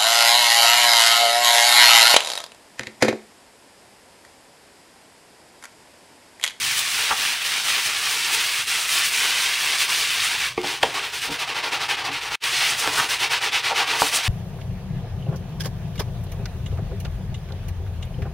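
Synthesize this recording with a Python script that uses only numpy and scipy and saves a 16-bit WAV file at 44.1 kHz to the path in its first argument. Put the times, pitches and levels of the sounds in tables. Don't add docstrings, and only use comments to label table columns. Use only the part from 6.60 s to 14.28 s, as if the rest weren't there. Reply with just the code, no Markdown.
import sys
import numpy as np
from scipy import signal
from scipy.fft import rfft, irfft
from scipy.io import wavfile

SR = 44100
rng = np.random.default_rng(int(sys.argv[2]) if len(sys.argv) > 2 else 0)


def store_wav(level_fs):
    pcm = np.round(np.clip(np.atleast_2d(level_fs), -1, 1) * 32767)
    wavfile.write(sys.argv[1], SR, pcm.T.astype(np.int16))


N = 338688
TIME = np.arange(N) / SR

# start_s, strokes (count), top_speed_level_db, turn_level_db
STROKE_BOUTS = [(0.0, 2, -19, -22.5), (0.559, 1, -18, -25), (0.84, 2, -19, -24), (1.225, 2, -20, -22),
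                (1.6, 1, -19, -21.5), (1.92, 1, -19.5, -21), (2.055, 1, -19, -24), (2.275, 1, -17.5, -22.5),
                (2.506, 1, -17.5, -22), (2.745, 1, -18, -20.5), (2.98, 1, -18.5, -21.5),
                (3.184, 1, -17.5, -22.5), (3.275, 1, -17.5, -27.5), (3.4, 2, -19, -19.5),
                (3.773, 1, -17.5, -22.5), (3.966, 1, -34.5, -40.5), (4.031, 1, -23, -33),
                (4.202, 1, -28, -32), (4.338, 1, -21.5, -29), (4.408, 1, -24, -30.5), (4.515, 2, -23, -29),
                (4.7, 4, -22.5, -35.5), (5.024, 4, -20, -35.5), (5.363, 2, -24, -35),
                (5.51, 1, -23.5, -36.5), (5.607, 2, -23, -32.5), (5.798, 1, -19.5, -27),
                (5.915, 1, -18, -21.5), (6.16, 2, -21, -24.5), (6.484, 1, -19, -32.5),
                (6.583, 4, -17.5, -36.5), (7.022, 2, -17.2, -35), (7.259, 1, -18.8, -32),
                (7.384, 1, -20, -24.5), (7.513, 2, -19.5, -29)]
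# time_s, spray_db
SUDS_SPRAY = [(0, 3), (.8, 1.1), (1.6, 1), (2.4, 2), (3.05, 0.5), (3.4, 2), (3.98, -3), (4.14, -.5),
              (4.38, -4.5), (4.62, -1), (4.92, -6.5), (5.7, -5.5), (5.87, -1), (6.25, 0.2), (6.5, -0.5),
              (6.76, -5.5), (7.3, -6), (7.48, 3), (7.68, -3.5)]
# centre_s, extra_spray_db
SUDS_SPITS = [(.19, 5), (1.26, 3.5), (1.51, 3), (1.74, 4), (2.33, 3.5), (2.465, 4.5), (3.225, 1), (3.65, 3),
              (4.55, 2.5), (5.5, -3), (6.1, 3.5), (6.2, 7), (6.385, 4), (7.41, 5), (7.559, 7.5)]
# time_s, pressure_db
HAND_PRESSURE = [(0, -4), (.92, -1.5), (1.15, -1.5), (2.1, -4), (2.37, -1.5), (2.52, -4), (2.66, 2.5),
                 (2.8, -4), (3.85, -2.5), (4.05, 2.5), (4.4, 10.5), (4.6, -1.5), (4.75, 7.5), (5.5, 8),
                 (5.9, -0.5), (6.3, 6), (7.15, 6), (7.68, 3.5)]
# lightest_s, depth_db, easing_off_s
BRUSH_LIFTS = [(.8, 4, 0.085), (2.055, 6.5, 0.028), (3.945, 9, 0.072), (4.211, 4, 0.058), (4.51, 5.5, .03)]
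# pitch_hz, level_db
RASP_COLOUR = [(60, -29.5), (210, -21.5), (320, -17.5), (450, -15), (570, -20), (760, -9.5), (1600, -5),
               (2600, -0.5), (4000, -5), (6200, -9.5), (6700, -13), (9700, -13), (11500, -22), (15500, -22)]
# centre_hz, spray_share (0 = none), pressure_share (0 = none)
RASP_REGISTERS = [(100, 0.76, 0), (474, 0, 1), (790, 0, 1), (1310, 0, 0.37), (2170, 0, 0.081),
                  (4600, 0.48, 0.16), (8100, 1.21, 0.04), (13200, 1.26, 0)]
# pitch_hz, level_db, t60_s
BLOCK_MODES = [(157, -10, 0.04), (293, -12, 0.092), (453, -10, 0.058), (510, -7, 0.023), (836, -0.5, 0.011),
               (1044, -1, 0.0074), (1330, -2.5, 0.0094), (1880, -5.5, 0.0065), (2610, -4.5, 0.0057),
               (3260, -2.5, 0.0077), (4770, 3, 0.0033), (8250, 3, 0.0016), (12500, 3, .001)]
# start_s, peak_db, contact_pitch_hz, fall_away (dB per squared octave)
BLOCK_KNOCKS = [(3.978, -24, 3460, 5), (4.016, -18.5, 3520, 3), (4.073, -11.5, 4000, 12),
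                (4.2316, 0, 2170, 17), (4.234, -4.5, 706, 13), (5.84, -11, 4000, 3), (6.275, -6, 1490, 2),
                (7.4192, -0.5, 940, 11)]
# start_s, level_db, upper_edge_hz (lower is softer)
SET_DOWN_BUMPS = [(3.977, -26, 5000), (3.9796, -12, 1000)]
# pitch_hz, level_db, t60_s
HOLLOW_MODES = [(362, -12, 0.32), (453, 1.5, 0.028), (870, 2.5, 0.01), (1180, -1, .016), (2160, -2, 0.055),
                (2400, 7, 0.021)]
# centre_s, level_db, half_length_s, contact_pitch_hz,
# fall_away (dB per squared octave)
BLOCK_JUDDERS = [(0.515, -16.5, 0.011, 1440, 8), (4.045, -23.5, 0.0076, 800, 2),
                 (4.2322, -11, 0.0027, 1900, 2), (4.248, -29.5, 0.021, 620, 1),
                 (4.703, -29.5, 0.018, 424, 1), (5.505, -37, 0.016, 300, 1), (6.256, -27, 0.031, 1240, 7),
                 (6.396, -16.5, 0.012, 1480, 12), (7.117, -20.5, 0.012, 900, 7.5),
                 (7.424, -31, 0.013, 950, 0.5)]
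# time_s, level_db
RUMBLE_LEVEL = [(0, -47), (.7, -62.5), (1.2, -53), (2.1, -58.5), (3.1, -59), (3.98, -45.5), (4.4, -51.5),
                (5.6, -47.5), (6.5, -50), (7.68, -49.5)]
# pitch_hz, level_db
RUMBLE_COLOUR = [(15, -18), (75, 0), (108, -2), (128, 6), (150, -1.5), (230, -17.5), (1000, -17), (8000, -56)]
# time_s, level_db
BRIEF_DROPOUT = [(5.755, -2), (5.758, -28), (5.785, -46), (5.798, -52), (5.806, -31), (5.83, -8.5),
                 (5.84, -1.5)]

LAST_TURN_S, LANDING_S, SPIT_S = 7.74, 0.016, 0.014
TOP_SPEED_AT = 0.42
ROUNDNESS, SHORT_STROKE_S = 0.54, 0.1
PUSH_DB = 2
HAND_WAVER_DB, HAND_WAVER_PER_S = 0.32, 18
LEAN_DB, PRESSURE_WAVER_DB = 1, 1.73
RASP_DB = -1
ROOM_T60_S, ROOM_DB, KNOCK_ROOM_DB = 0.21, -12, -7
CUTOFF_HZ = 15750


def bristles(patchy_db, patchy_rate, bite_share):
    level_db, progress = stroke_db()
    spray_db = in_time(SUDS_SPRAY) + spit_db() + bite_share * bite(level_db, lag_s=0.021)
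    press_db = in_time(HAND_PRESSURE) + LEAN_DB * (progress - 0.5) + PRESSURE_WAVER_DB * drift(14)
    snaps = flicks(level_db, per_s=8000, spread_db=3.0, tuft_db=0.2, tuft_rate=70, wash=0.72)
    spectrum = rfft(coloured(snaps, RASP_COLOUR))
    log_hz = np.log(np.arange(len(spectrum)) * SR / N + 1)
    centres = np.log(np.array(RASP_REGISTERS)[:, 0])
    out = np.zeros(N)
    for (_, spray_share, press_share), own in zip(RASP_REGISTERS, np.eye(len(RASP_REGISTERS))):
        band = irfft(spectrum * np.interp(log_hz, centres, own), N)
        hand_db = spray_share * spray_db + press_share * press_db
        out += band * from_db(hand_db + patchy_db * drift(patchy_rate))
    return out * from_db(level_db + RASP_DB)


def flicks(level_db, per_s, spread_db, tuft_db, tuft_rate, wash):
    speed = rms_one(from_db(level_db / 2))
    born = rng.random(N) < per_s * speed / SR
    signs = rng.choice([-1, 1], N)
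    sizes = from_db(spread_db * np.minimum(rng.exponential(1, N), 4)) * signs
    snaps = rms_one(born * sizes / np.sqrt(speed))
    wet = wash * rng.standard_normal(N)
    return rms_one((snaps + wet) * from_db(tuft_db * drift(tuft_rate)))


def stroke_db():
    s, top_db, turn_db = strokes()
    done = np.interp(TIME, np.append(s, LAST_TURN_S), np.arange(len(s) + 1))
    k = np.minimum(done.astype(int), len(s) - 1)
    progress = done % 1
    phase = progress ** (np.log(0.5) / np.log(TOP_SPEED_AT))
    length_s = np.diff(s, append=LAST_TURN_S)
    speed = np.abs(np.sin(np.pi * phase)) ** (ROUNDNESS * np.sqrt(length_s[k] / SHORT_STROKE_S))
    level_db = speed * top_db[k] + (1 - speed) * np.interp(TIME, s, turn_db)
    return level_db - lift_db() + HAND_WAVER_DB * drift(HAND_WAVER_PER_S), progress


def strokes():
    ends = [bout[0] for bout in STROKE_BOUTS[1:]] + [LAST_TURN_S]
    rows = []
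    for (start, count, top_db, turn_db), end in zip(STROKE_BOUTS, ends):
        starts = np.linspace(start, end, round(count), endpoint=False)
        pushing = np.arange(len(starts)) % 2
        balance = pushing - pushing.mean()
        rows += [(s, top_db + PUSH_DB * push, turn_db) for s, push in zip(starts, balance)]
    return np.transpose(rows)


def lift_db():
    lost_db = np.zeros(N)
    for s, depth_db, ease_s in BRUSH_LIFTS:
        width_s = np.where(TIME < s, ease_s, LANDING_S)
        lost_db += depth_db * np.exp(-((TIME - s) / width_s) ** 2)
    return lost_db


def spit_db():
    return sum(db * np.exp(-0.5 * ((TIME - s) / SPIT_S) ** 2) for s, db in SUDS_SPITS)


def bite(level_db, lag_s):
    r = np.exp(-1 / (lag_s * SR))
    return np.maximum(signal.lfilter([r, -r], [1, -r], level_db - level_db[0]), 0)


def floor_bounce(x, lag_s, sway_s, share):
    lag = np.abs(lag_s + sway_s * drift(1.96))
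    bounced = np.interp(TIME - lag, TIME, x)
    return (x + share * bounced) / np.hypot(1, share)


def knocks():
    out, click = np.zeros(N), signal.unit_impulse(SR // 2)
    for s, db, pitch_hz, focus_db in BLOCK_KNOCKS:
        blow = block(click, pitch_hz, focus_db)
        add(out, from_db(db) * blow / np.abs(blow).max(), s)
    for s, db, soft_hz in SET_DOWN_BUMPS:
        push = signal.sosfilt(signal.butter(1, [280, soft_hz], "band", fs=SR, output="sos"), click)
        bump = sum(from_db(db + mode_db) * ring(push, hz, t60) for hz, mode_db, t60 in HOLLOW_MODES)
        add(out, bump, s)
    return out


def judders(per_s):
    out = np.zeros(N)
    for s, db, half_s, pitch_hz, focus_db in BLOCK_JUDDERS:
        blows = (rng.random(N) < per_s / SR) * rng.choice([-1, 1], N)
        swell = np.exp(-0.5 * ((TIME - s) / half_s) ** 2)
        chatter = block(blows * swell, pitch_hz, focus_db)
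        out += from_db(db) * rms_one(chatter) * np.sqrt(np.mean(swell ** 2))
    return out


def block(clicks, pitch_hz, focus_db):
    out = 0
    for k, (hz, db, t60) in enumerate(BLOCK_MODES):
        octaves = np.log2(hz / pitch_hz)
        out = out + (-1) ** k * from_db(db - focus_db * octaves ** 2) * ring(clicks, hz, t60)
    return out


def room(x, wall_hz):
    t = TIME[:SR // 2]
    tail = rng.standard_normal(len(t)) * from_db(-60 * t / ROOM_T60_S) * (t > 0.003)
    tail /= np.linalg.norm(tail)
    tail = signal.sosfilt(signal.butter(1, min(wall_hz, SR / 3), fs=SR, output="sos"), tail)
    return signal.fftconvolve(x, tail)[:N]


def rumble(lumpy_db):
    noise = coloured(rng.standard_normal(N), RUMBLE_COLOUR)
    return from_db(in_time(RUMBLE_LEVEL) + lumpy_db * drift(5.7)) * noise


def from_db(db):
    return 10 ** (np.asarray(db) / 20)


def rms_one(x):
    return x / np.sqrt(np.mean(x ** 2) + 1e-20)


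def in_time(rows):
    return np.interp(TIME, *np.transpose(rows))


def drift(rate):
    r = np.exp(-40 * np.pi * rate / SR)
    noise = rng.standard_normal(N // 20 + 2002)
    slow = signal.lfilter([1], [1, -2 * r, r * r], noise)[2000:]
    return np.interp(np.arange(N) / 20, np.arange(len(slow)), rms_one(slow))


def coloured(x, spectrum):
    hz, db = np.transpose(spectrum)
    shape = np.interp(np.log(np.arange(N // 2 + 1) * SR / N + 1), np.log(hz), db)
    cepstrum = irfft(np.log(from_db(shape)), N)
    causal = 2 * cepstrum * (np.arange(N) < N // 2)
    return rms_one(irfft(rfft(x) * np.exp(rfft(causal)), N))


def ring(clicks, hz, t60):
    r, w = from_db(-60 / (t60 * SR)), 2 * np.pi * hz / SR
    return signal.lfilter([0, np.sin(w)], [1, -2 * r * np.cos(w), r * r], clicks + 1e-18)


def add(out, sound, s):
    start = round(s * SR)
    out[start:start + len(sound)] += sound[:N - start]


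def scene():
    rasp = bristles(patchy_db=0.87, patchy_rate=13, bite_share=0.48)
    rasp = floor_bounce(rasp, lag_s=0.0018, sway_s=0.000397, share=0.24)
    wood = knocks() + judders(per_s=2000)
    echo = room(from_db(ROOM_DB) * rasp + from_db(KNOCK_ROOM_DB) * wood, wall_hz=9700)
    mono = rasp + wood + echo + rumble(lumpy_db=0.6)
    return np.array([mono, mono])


def record(dry):
    held = np.clip(dry * from_db(in_time(BRIEF_DROPOUT)), -1, 1)
    return signal.sosfilt(signal.ellip(12, 0.1, 80, CUTOFF_HZ, fs=SR, output="sos"), held)


dry = scene()
out = record(dry)
store_wav(out)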